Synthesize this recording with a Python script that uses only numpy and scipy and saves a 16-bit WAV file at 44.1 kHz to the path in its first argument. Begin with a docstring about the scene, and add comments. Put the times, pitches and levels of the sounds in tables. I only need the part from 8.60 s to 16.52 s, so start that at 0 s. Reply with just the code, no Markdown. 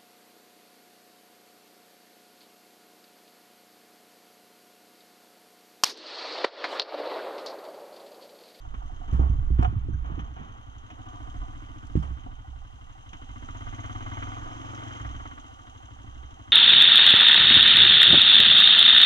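"""Rough forest ground, with two microphone ports at the helmet of a rider on a crawling four-wheeler.
Just below, the single cylinder chugs near idle, pulls harder for two seconds, then eases off.
Every firing thumps the exhaust and, under load, barks through the engine case; the valves tick.
Rocks jolt the chassis into thuds and plastic clatter; down at the tyres, dry leaves crackle."""
import sys
import numpy as np
from scipy import signal
from scipy.fft import rfft, irfft
from scipy.io import wavfile
from scipy.ndimage import uniform_filter1d

SR = 44100
rng = np.random.default_rng(int(sys.argv[2]) if len(sys.argv) > 2 else 0)


def dump_mix(stems):
    """Bounce the given channels to the path in sys.argv[1] as a 16-bit WAV at rate SR."""
    frames = np.atleast_2d(stems).T  # one column per channel
    limited = np.clip(frames, -1, 1)  # hard clip at full scale
    pcm = np.round(limited * 32767).astype(np.int16)
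    wavfile.write(sys.argv[1], SR, pcm)


N = 349272
TIME = np.arange(N) / SR
IDLE_PER_S = 12  # firings
CASE_DB = (-50, 9, 8, -6.5)  # the engine case's arguments to loudness()

# engine speed: (time [s], firing rate [1/s])
FIRING = [(0.0, 10.86), (0.35, 12.16), (1.2, 11.45), (1.65, 10.58), (2.1, 11.54), (2.5, 14.26),
          (2.9, 14.39), (3.6, 14.7), (3.85, 11.66), (4.45, 12.04), (4.85, 15.86), (5.2, 17.7), (5.5, 18.31),
          (5.75, 21.29), (6.0, 21.96), (6.3, 23.13), (6.95, 12.75), (7.92, 12.08)]
# engine load: (time [s], share of the case noise that comes in bursts at the firings [0-1])
LOAD = [(0, 0), (2.2, 0.32), (4.4, 0.62), (4.65, 0.85), (5.7, 0.76), (5.82, 0.27), (6.3, 0.62), (6.5, 0.7),
        (7, 0.49), (7.9, 0.59)]
# the rider's thumb: (time [s], throttle [0-1])
THROTTLE = [(0, 0.05), (.42, 0.23), (.6, 0.63), (2.15, 0.12), (2.6, 0.44), (3.5, 0.23), (3.9, 0.1),
            (4.4, 0.03), (5.1, 0.76), (5.63, 1), (5.85, 0.34), (6.15, 0.56), (6.95, 0.13), (7.9, 0.2)]
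# coasting, the wheels driving the engine: (time [s], share [0-1])
OVERRUN = [(6.4, 0), (6.55, 0), (6.8, 0.56), (7.0, 0.4), (7.15, 0)]
# resonances of the engine case: (frequency [Hz], relative level [dB])
CASE_SPECTRUM = [(150, -8), (330, -1), (420, -10.5), (480, -6), (560, -7), (690, -1.5), (770, -2.5),
                 (860, -4.5), (960, -1), (1040, -6), (1170, 5), (1320, -3), (1460, -3.5), (1750, -12.5),
                 (2020, -12), (2450, -28), (3500, -45), (8000, -69.5), (14000, -87.5)]
# blows to the chassis: (time [s], level [dB], hardness [Hz], deepest mode [dB], hollow modes [dB])
JOLTS = [(0.139, -38, 70, 4, -9), (0.527, -16, 220, 4.5, -3), (.594, -17, 336, 6.5, -7),
         (0.696, -14, 173.5, -4.5, -8), (0.783, -14.5, 107.5, -3, -7), (0.904, -22.5, 298, 11, 0.5),
         (0.989, -11, 250, 0, -7), (1.073, -14, 132.4, -7.5, -8.5), (1.125, -26, 289, -10.5, -5.5),
         (1.16, -12.5, 120, -31, -11), (1.286, -24.5, 400, -3, -5), (1.326, -17.5, 128, 0, -1.5),
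         (1.5, -27, 260, 3, 1), (1.577, -27, 344, -0.5, -2), (1.689, -37.5, 110.4, 2, -9),
         (1.794, -34.5, 345, -17.5, 1.5), (3.354, -13, 372, -1.5, 2.5), (3.488, -31, 160, 0, 4.5),
         (3.879, -41.5, 147, 12.5, -1), (6.406, -29.5, 108.5, -1, -6), (6.452, -28, 109, -3, -12),
         (7.44, -37.5, 300, -12.5, -5.5), (7.57, -40, 89, 6, -3.5)]


def exhaust(turns, length_s=.15, lag_s=.0013, uneven_db=1.1, detune=.005):
    """Each firing sends one puff down the pipe, whose resonances swell and die."""
    # pipe resonances at 16.5 firings a second: (frequency [Hz], swell time [s], left [dB], right [dB])
    pipe_modes = [(62.4, 0.025, -8, -5.5), (106.7, 0.013, 0.5, -8.5), (160, 0.0023, -9.5, -34),
                  (227.5, 0.006, -21.5, -20), (255.6, 0.013, -23.5, -7), (295.7, 0.009, -10, -8.5),
                  (355, 0.0034, -19, -24.5)]
    # lift of the resonances above 200 Hz: (throttle [0-1], gain [dB])
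    rasp = [(0, -5.5), (.1, -6), (.22, 1), (0.399, 0.5), (1, -2)]
    out, t, speed = np.zeros((2, N)), np.arange(int(length_s * SR)) / SR, curve(FIRING)
    hz, swell, left_db, right_db = np.transpose(pipe_modes)[:, :, None]
    upper, deepest = hz > 200, hz == hz.min()
    envelope = (t / swell * np.exp(1 - t / swell)) ** 1.51
    gain = loudness(base_db=-43, doubling_db=5, throttle_db=12, turned_db=.5)
    gain *= np.sqrt(speed.mean() / speed)
    rasp_db = np.interp(curve(THROTTLE), *np.transpose(rasp))
    boom_db = -12 * np.log2(speed / IDLE_PER_S)  # the deepest note booms at idle and fades with speed
    heat = (speed / 16.5) ** .049  # faster, hotter gas raises the resonances
    sag = .15 * np.maximum(curve(LOAD) - .5, 0)  # a long, heavy puff lowers them
    coasting = curve(OVERRUN)
    for at in crossings(turns):
        size, pitch = rng.standard_normal((2, len(pipe_modes), 1))
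        limp = coasting[at] * ~upper  # coasting weakens and flattens the low notes
        pipe_hz = hz * heat[at] * (1 + detune * pitch - sag[at] - .11 * limp)
        puff_db = uneven_db * size + upper * rasp_db[at] + deepest * boom_db[at] - 8.5 * limp
        ring = amp(puff_db) * envelope * np.sin(2 * np.pi * pipe_hz * t)
        puff = np.array([(amp(left_db) * ring).sum(0), (amp(right_db) * ring).sum(0)])
        add(out, at / SR + lag_s, gain[at] * puff)
    return out


def engine_case(turns, bark_db=-5.5, gears_db=-2):
    """Combustion barks brightly through the case under load; gears and chain rattle in between."""
    load = curve(LOAD)
    firing = load * bursts(turns, rise_s=.001, decay_s=.009, uneven_db=1.1)
    bark = colour(noise() * np.sqrt(firing), CASE_SPECTRUM, tilt_db=2)
    gears = colour(rattle(per_s=7000, spread_db=.5) * np.sqrt(1 - load), CASE_SPECTRUM)
    return (amp(bark_db) * bark + amp(gears_db) * gears) * loudness(*CASE_DB)


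def covers(turns):
    """Under load the piston knocks on the engine covers at each firing."""
    # ring of the covers: (frequency [Hz], level [dB], t60 [s])
    cover_modes = [(688.5, -5.5, 0.11), (812, -12, 0.05), (970, -1.5, 0.1), (1065, -21, 0.08),
                   (1128, -6, 0.063), (1200, -0.5, 0.14), (1396, -15, 0.1), (1543, -6.5, 0.093),
                   (2000, -22, 0.046), (2075, -9, 0.11), (2090, -4.5, 0.07), (2354, -17, 0.058),
                   (2950, -9, .06), (3060, -5, 0.089)]
    force = amp(2) * loudness(*CASE_DB) * curve(LOAD)
    return knocks(turns, cover_modes, force, uneven_db=1.8, scatter=.13, onset_s=.011,
                  tilt_db=-.5, lag_s=.003234)


def drive_slack(turns, place=.69):
    """Slack in the drive closes at one place in every cycle and rings softly."""
    # ring of the closing slack: (frequency [Hz], level [dB], t60 [s])
    slack_modes = [(700, -10.5, 0.068), (776, 7.5, 0.052), (1048, -9, 0.15), (1200, -5.5, 0.081),
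                   (1450, -11, 0.12), (1954, -11.5, 0.073)]
    # strength of its blows: (time [s], level [dB])
    slack_level = [(0, -51.5), (1.9, -42.5), (2.15, -48), (2.8, -42.5), (3.8, -41), (4.5, -41.5), (5, -44),
                   (7.9, -42.5)]
    force = amp(curve(slack_level))
    return knocks(turns - place, slack_modes, force, uneven_db=1.3, scatter=.7, onset_s=.012)


def valve_train(turns):
    """Valves open and seat at fixed places in the cycle; they and the firings ring the cylinder head."""
    # valve ticks: (place in the cycle [0-1], relative level [dB])
    timing = [(0.359, 17.5), (.55, 14), (0.659, 10), (0.951, 12)]
    # ring of the cylinder head: (frequency [Hz], relative level [dB])
    head_spectrum = [(1700, -46.5), (2500, -8), (2780, 7), (2900, 5.5), (3010, 3.5), (3130, 9.5), (3270, 1),
                     (3440, -4.5), (3750, -5.5), (3900, -6), (4150, -12.5), (5500, -58), (10000, -77.5)]
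    # bright click of the valves: (frequency [Hz], relative level [dB])
    valve_spectrum = [(3000, -33.5), (4300, -15), (5100, -17), (5900, -4.5), (6350, 3.5), (6900, -8),
                      (7600, -17.5), (8200, -25.5), (10500, -29.5), (13500, -57)]
    ticks = sum(amp(db) ** 2 * bursts(turns - place, rise_s=.001, decay_s=.004, uneven_db=2.5)
                for place, db in timing)
    ticks /= ticks.mean()
    bark = curve(LOAD) * bursts(turns, rise_s=.002, decay_s=.011, uneven_db=1.2)
    head = colour(unit_rms(noise() * np.sqrt(.5 + .34 * ticks + .52 * bark)), head_spectrum)
    head *= loudness(base_db=-60, doubling_db=7, throttle_db=2, turned_db=-8)
    valves = colour(noise() * np.sqrt(.37 + .63 * ticks), valve_spectrum)
    valves *= loudness(base_db=-69.5, doubling_db=7.5, throttle_db=6.5, turned_db=-13)
    return head + valves


def pops(decay_s=.009):
    """Single hard firings crack through the case, under load and as the throttle shuts."""
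    # hard firings: (time [s], level [dB])
    hard_firings = [(4.887, -37), (5.065, -37), (5.352, -42.5), (5.518, -43.5), (5.571, -32),
                    (5.622, -31.5), (6.4, -39), (6.449, -31.5), (6.549, -41.5), (6.601, -36.5),
                    (6.656, -34), (6.713, -37.5), (6.777, -39), (7.072, -46.5)]
    out, t = np.zeros((2, N)), np.arange(SR // 8) / SR
    for s, db in hard_firings:
        crack = noise(len(t)) * np.exp(-t / decay_s)
        add(out, s, amp(db) * colour(crack, CASE_SPECTRUM, tilt_db=4.5))
    return out


def whirr(turns, throb=.9):
    """The drive resonates while it takes up the pull, swelling with each firing."""
    # two spells of pulling: (time [s], level [dB])
    pull = [(2.25, -75), (2.45, -45.5), (2.85, -51.5), (3.3, -70), (4.9, -71.5), (5.25, -52.5),
            (5.85, -45.5), (6.2, -61), (6.6, -85)]
    # resonances of the drive: (frequency [Hz], relative level [dB])
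    spectrum = [(400, -38.5), (620, -23), (720, 5.5), (800, -4.5), (880, -20), (1010, 4.5), (1150, -10),
                (1195, 11.5), (1245, -12.5), (1340, -23), (1470, -8), (1700, -20.5), (2500, -52.5),
                (6000, -61)]
    tugs = 1 - throb + throb * bursts(turns, rise_s=.002, decay_s=.014, uneven_db=1)
    return colour(rattle(per_s=7800, spread_db=0) * np.sqrt(tugs), spectrum) * amp(curve(pull))


def shudder(turns):
    """Under throttle the heavy firings rock the frame in step with the engine."""
    # low engine orders: (multiple of the firing rate, level at full throttle [dB])
    orders = [(2, -50), (3, -61.5)]
    rocking = sum(amp(db) * np.sin(2 * np.pi * order * turns) for order, db in orders)
    return np.array([rocking, np.zeros(N)]) * curve(THROTTLE) ** 2


def fins(turns, t60=.086, top_speed_db=-63, db_per_decade=85):
    """The firings shake the cooling fins into thin ringing, much more at speed."""
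    # fin notes: (frequency [Hz], relative level [dB])
    fin_modes = [(2340, -11), (3125, 8.5), (4819, -2), (5378, 3), (7298, -2.5)]
    t, speed = np.arange(SR // 4) / SR, curve(FIRING)
    ring = sum(amp(db - 60 * t / t60) * np.sin(2 * np.pi * hz * t) for hz, db in fin_modes)
    shake = noise() * np.sqrt(bursts(turns, rise_s=.0018, decay_s=.02, uneven_db=1.2))
    ringing = unit_rms(signal.oaconvolve(shake, ring[None], axes=1)[:, :N])
    return ringing * amp(top_speed_db + db_per_decade * np.log10(speed / speed.max()))


def gear_whine(turns, teeth_per_cycle=57, waver=.24):
    """While the wheels drive the engine, the gears sing a faint falling note."""
    flutter = 1 + waver * unit_rms(uniform_filter1d(noise(), size=1500, axis=1))
    return amp(-56) * curve(OVERRUN) * flutter * np.sin(2 * np.pi * teeth_per_cycle * turns)


def jolts(trim_db=-2.5, detune=.025):
    """Wheels hit rocks and roots; harder blows start faster and reach the higher chassis modes."""
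    # ring of the chassis: (frequency [Hz], level [dB], t60 [s])
    chassis_modes = [(64, 0.5, 0.5), (97, 6, 0.085), (152, -3, 0.2), (198, -4, 0.15), (250, 3.5, 0.06),
                     (300, -2, 0.09), (400, -10, 0.05)]
    out, t = np.zeros((2, N)), np.arange(SR // 2) / SR
    hz, mode_db, t60 = np.transpose(chassis_modes)[:, :, None]
    deepest, hollow = hz == hz.min(), (hz > 125) & (hz < 225)
    for s, db, hard_hz, deep_db, hollow_db in JOLTS:
        weight = amp(db + mode_db + deep_db * deepest + hollow_db * hollow)
        weight /= np.sqrt(1 + (hz / hard_hz) ** 8)
        pitch = hz * (1 + detune * rng.standard_normal(hz.shape))
        thud = (weight * damped(pitch, t60, t)).sum(0)
        push = 1 - np.exp(-(t * hard_hz / .66) ** 2)
        add(out, s, amp(trim_db) * np.array([thud.imag, thud.real * amp(-2)]) * push)
    return out


def ground_rumble():
    """Rolling over uneven ground sends a deep rumble up to the microphone."""
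    # roughness of the ground: (time [s], level [dB])
    roughness = [(0, -41), (.15, -32.5), (.4, -40), (.6, -27), (1.1, -31.5), (1.6, -35.5), (1.85, -49),
                 (2.4, -47), (2.8, -33.5), (3.2, -43.5), (3.4, -34.5), (3.6, -39.5), (4.5, -50),
                 (4.95, -41), (5.2, -44.5), (5.8, -42), (6.2, -57.5), (6.6, -45), (7.05, -53), (7.3, -56),
                 (7.65, -47), (7.9, -64)]
    # the rumble: (frequency [Hz], relative level [dB])
    spectrum = [(8, -11), (20, 9), (36, 1.5), (50, 4.5), (90, -12), (200, -28), (500, -89)]
    return unit_rms(colour(noise(), spectrum, size=32768)) * amp(curve(roughness))


def helmet_sway(rest_db=-55, jolt_db=-14, rise_s=.043, decay_s=.08):
    """Right at the microphone, the helmet sways a little on one low note; each jolt sets it going."""
    # the helmet's low note: (frequency [Hz], relative level [dB])
    spectrum = [(30, -34.5), (48, -27.5), (58, -4), (64, 5), (76, -2), (105, -9), (200, -25), (500, -97)]
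    power = amp(rest_db) ** 2
    for s, db, *_ in JOLTS:
        age = np.maximum(TIME - s, 0)
        swing = (1 - np.exp(-(age / rise_s) ** 2)) * np.exp(-age / decay_s)
        power += (amp(db + jolt_db) * swing) ** 2
    return unit_rms(colour(noise(), spectrum, size=32768)) * np.sqrt(power)


def panel_clatter(trim_db=1, onset_s=.0001):
    """Hard bumps throw loose parts and stones against the plastic bodywork around the rider."""
    # hits: (time [s], level [dB], decay [s], tilt [dB/octave])
    hits = [(0.141, -39.5, 0.015, 0.5), (.478, -43, 0.088, -2), (0.533, -39.5, 0.084, -2.5),
            (.594, -33.5, 0.075, -6.5), (.628, -36.5, .02, -5), (0.985, -37.5, 0.1, -0.5),
            (1.006, -39, 0.024, -10), (1.025, -26, 0.012, -1.5), (1.033, -35, 0.0021, -1.5),
            (1.046, -22.5, 0.0086, -1.5), (1.444, -44.5, 0.33, -1.5), (1.592, -38.5, 0.015, 3),
            (1.764, -43.5, 0.15, -0.5), (2.302, -43.5, 0.017, 5), (3.354, -44, 0.031, 3),
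            (3.425, -39, 0.046, -0.5), (3.66, -44.5, 0.031, -11), (4.531, -38.5, 0.011, 5)]
    # resonances of the panels: (frequency [Hz], relative level [dB])
    spectrum = [(200, 7.5), (420, 0), (600, -1), (720, 3.5), (830, 3), (1200, 6.5), (1500, -2), (1780, -5),
                (2050, -11), (2500, -10.5), (3050, -5.5), (4500, -40), (6300, -26), (9000, -64),
                (14000, -63)]
    out, t = np.zeros((2, N)), np.arange(SR // 4) / SR
    for s, db, decay_s, tilt_db in hits:
        chatter = noise(len(t)) * np.exp(-t / decay_s) * (1 - np.exp(-t / onset_s))
        add(out, s, amp(db + trim_db) * colour(chatter, spectrum, tilt_db))
    return out


def rack_clunks(onset_s=.0018):
    """The luggage rack knocks in its mounts and rings hollow."""
    # knocks in the mounts: (time [s], level [dB])
    clunks = [(.051, -44), (.218, -43.5), (.295, -45.5), (.413, -44.5), (.438, -46), (.612, -42),
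              (1.027, -25.5), (1.048, -25), (1.444, -46), (1.764, -44.5), (2.302, -45.5), (3.662, -40.5)]
    # ring of the rack: (frequency [Hz], level [dB], t60 [s])
    rack_modes = [(725, 7, 0.075), (775, -2, 0.05), (890, 3, 0.035), (985, -2, 0.04), (1190, -2, .06),
                  (1389, -4, .045)]
    out, t = np.zeros((2, N)), np.arange(SR // 4) / SR
    hz, mode_db, t60 = np.transpose(rack_modes)[:, :, None]
    modes = amp(mode_db) * damped(hz, t60, t) * (1 - np.exp(-t / onset_s))
    for s, db in clunks:
        phases = np.exp(2j * np.pi * rng.random((2, len(rack_modes))))
        add(out, s, amp(db) * (phases @ modes).real)
    return out


def spring_squeaks(waver_hz=70):
    """A spring rubs for a moment and sings one thin, unsteady note."""
    # squeaks: (time [s], pitch [Hz], level [dB], length [s])
    squeaks = [(1.052, 6330, -67, .035), (1.325, 1540, -46, 0.038), (1.319, 6100, -65.5, 0.047),
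               (3.394, 5400, -60.5, 0.018)]
    out = np.zeros((2, N))
    for s, hz, db, length_s in squeaks:
        size = int(length_s * SR)
        pitch = hz + waver_hz * unit_rms(uniform_filter1d(noise(size), size=60, axis=1))
        note = np.sin(2 * np.pi * np.cumsum(pitch, axis=1) / SR)
        add(out, s, amp(db) * signal.windows.hann(size) * note)
    return out


def leaves():
    """Dry leaves and twigs snap under the tyres, louder with engine speed and throttle."""
    # the crackle: (frequency [Hz], relative level [dB])
    spectrum = [(600, -9.5), (1400, -4), (3200, -1.5), (4600, -23.5), (6400, -34.5), (8500, -36),
                (13500, -75)]
    crackle = colour(rattle(per_s=1000, spread_db=2.8), spectrum)
    return crackle * loudness(base_db=-78, doubling_db=17.5, throttle_db=13, turned_db=5.5)


def grit():
    """Down at ground level the tyres scrub faintly over grit; now and then a stone or twig cracks."""
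    # tyre scrub: (time [s], level [dB])
    scrub = [(0, -76), (.5, -74), (1.25, -81.5), (2.3, -76), (2.7, -71), (3.1, -72), (3.4, -72.5),
             (3.7, -76), (4.4, -73), (5.2, -69), (6.4, -69), (6.8, -71.5), (7.9, -74)]
    # stones and twigs: (time [s], level [dB], decay [s])
    cracks = [(0.525, -63.5, 0.061), (1.014, -65, 0.049), (1.032, -44, 0.0011), (3.27, -56, 0.0037),
              (3.36, -66, 0.066), (3.426, -61.5, 0.022)]
    # the crunch: (frequency [Hz], relative level [dB])
    spectrum = [(1000, -4.5), (3500, -4), (5500, 3.5), (7500, 0), (8800, -5), (9600, -8), (13500, -20)]
    crunch = rattle(per_s=9000, spread_db=1) * amp(curve(scrub))
    t = np.arange(SR // 4) / SR
    for s, db, decay_s in cracks:
        add(crunch, s, amp(db) * noise(len(t)) * np.exp(-t / decay_s))
    return colour(crunch, spectrum)


def loudness(base_db, doubling_db, throttle_db, turned_db):
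    """A part's gain at the helmet, moved by doublings of idle speed, throttle and the turn of the head."""
    # the rider looks round, away from the engine: (time [s], turn [0-1])
    head_turn = [(0, 0.26), (.5, 0.26), (1.2, 1), (1.55, 0.25), (2.7, 0.41), (3.8, 0.65), (4.5, 0.21),
                 (7.9, 0.11)]
    speed_db = doubling_db * np.log2(curve(FIRING) / IDLE_PER_S)
    return amp(base_db + speed_db + throttle_db * curve(THROTTLE) + turned_db * curve(head_turn))


def microphone_ports(x):
    """Blends two signals into what the helmet's left and right ports pick up."""
    # likeness of the ports: (frequency [Hz], coherence [0-1])
    likeness = [(60, .8), (150, .8), (300, .93), (480, .87), (700, .94), (1200, .985), (2000, .9),
                (3100, .87), (4500, .4), (9000, .2)]
    # their balance: (frequency [Hz], left minus right [dB])
    balance = [(60, -5), (130, -8.5), (280, -11.5), (480, 1), (700, -4), (1200, 0.5), (2000, -3.5),
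               (3100, 1), (5000, 2.5), (6400, 6.5), (9000, -0.5), (13000, -1)]
    # delay between them: (frequency [Hz], lead of the left [rad])
    lead = [(60, 0.2), (150, 0.61), (280, 1.35), (500, 2.53), (700, 2.34), (1250, 2.6), (1900, 2.18),
            (2400, 1.82), (3000, 4.14), (3600, 4.6)]
    hz = np.fft.rfftfreq(N, 1 / SR)
    common, separate = rfft(x)
    same, lean = read(likeness, hz), amp(read(balance, hz))
    right = (same * common + np.sqrt(1 - same ** 2) * separate) * np.exp(-1j * read(lead, hz))
    return irfft(np.array([lean * common, right]) * np.sqrt(2 / (1 + lean ** 2)), N)


def knocks(turns, ringing, gain, uneven_db, scatter, onset_s, tilt_db=0, lag_s=0):
    """One blow a cycle rings a set of modes, their levels and phases scattered anew each time."""
    out, t = np.zeros((2, N)), np.arange(SR // 6) / SR
    hz, db, t60 = np.transpose(ringing)[:, :, None]
    modes = amp(db + tilt_db * np.log2(hz / 1000)) * damped(hz, t60, t)
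    for at in crossings(turns):
        size, twist = rng.standard_normal((2, 2, len(ringing)))
        weights = amp(uneven_db * size) * np.exp(1j * np.pi * scatter * twist)
        add(out, at / SR + lag_s, gain[at] * (weights @ modes).real * (1 - np.exp(-t / onset_s)))
    return out


def bursts(turns, rise_s, decay_s, uneven_db):
    """Power envelope of one burst per engine cycle, each of its own strength, with mean 1."""
    at, blows, t = crossings(turns), np.zeros(N), np.arange(SR // 8) / SR
    blows[at] = amp(uneven_db * rng.standard_normal(len(at))) ** 2 / curve(FIRING)[at]
    shape = (1 - np.exp(-t / rise_s)) ** 2 * np.exp(-t / decay_s)
    power = abs(signal.oaconvolve(blows, shape)[:N])
    return power / power.mean()


def rattle(per_s, spread_db):
    """Dense tiny impacts of uneven size."""
    size = amp(spread_db * np.minimum(rng.exponential(1, N), 4))
    return unit_rms(noise() * size * (rng.random(N) < per_s / SR))


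def colour(x, spectrum, tilt_db=0, size=8192):
    """Causal filter of unit energy: resonances ring after each blow, never before."""
    hz = abs(np.fft.fftfreq(size, 1 / SR))
    octaves = np.log2(np.maximum(hz, 500) / 1000)
    log_gain = np.log(amp(read(spectrum, hz) + tilt_db * octaves))
    minimum_phase = np.exp(np.conj(signal.hilbert(log_gain)))
    ring = np.fft.ifft(minimum_phase).real[:size // 2]
    return signal.oaconvolve(x, ring[None] / np.linalg.norm(ring), axes=1)[:, :x.shape[1]]


def damped(hz, t60, t):
    """Complex ring of a mode that falls 60 dB in t60 seconds."""
    return np.exp((2j * np.pi * hz - np.log(1000) / t60) * t)


def crossings(turns):
    """Samples at which a new engine cycle begins."""
    return np.flatnonzero(np.diff(np.floor(turns)) > 0)


def noise(size=N):
    """Two unrelated white noises."""
    return rng.standard_normal((2, size))


def amp(db):
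    """Decibels to gain."""
    return 10 ** (np.asarray(db) / 20)


def unit_rms(x):
    """Scales to rms 1."""
    return x / np.sqrt(np.mean(x ** 2) + 1e-20)


def curve(rows):
    """A time table at every sample."""
    return np.interp(TIME, *np.transpose(rows))


def read(points, hz):
    """A spectrum table on a log-frequency axis."""
    f, value = np.transpose(points)
    return np.interp(np.log(hz + 1), np.log(f), value)


def add(mix, s, sound):
    """Mixes a stereo sound in at time s."""
    part = mix[:, max(round(s * SR), 0):]
    part[:, :sound.shape[1]] += sound[:, :part.shape[1]]


def scene():
    """From the helmet: one count of engine cycles keeps the machine in step; the ground adds its blows."""
    turns = .4 + np.cumsum(curve(FIRING)) / SR
    machine = engine_case(turns) + covers(turns) + drive_slack(turns) + valve_train(turns)
    machine += fins(turns) + pops() + whirr(turns) + gear_whine(turns) + shudder(turns)
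    ride = ground_rumble() + helmet_sway() + jolts() + panel_clatter() + rack_clunks()
    ride += spring_squeaks() + leaves() + grit()
    return microphone_ports(machine + ride) + exhaust(turns)


def record(dry):
    """The microphone adds faint hiss and cuts the top of the treble."""
    # microphone hiss: (frequency [Hz], relative level [dB])
    hiss = [(100, -11), (1000, 19), (4000, -2.5), (9000, -14), (12500, -11), (14000, -33.5)]
    heard = dry + amp(-66.5) * colour(noise(), hiss)
    band_limit = signal.firwin(511, cutoff=13900, window=("kaiser", 9), fs=SR)
    return signal.oaconvolve(heard, band_limit[None], "same")


dry = scene()
out = record(dry)
dump_mix(out)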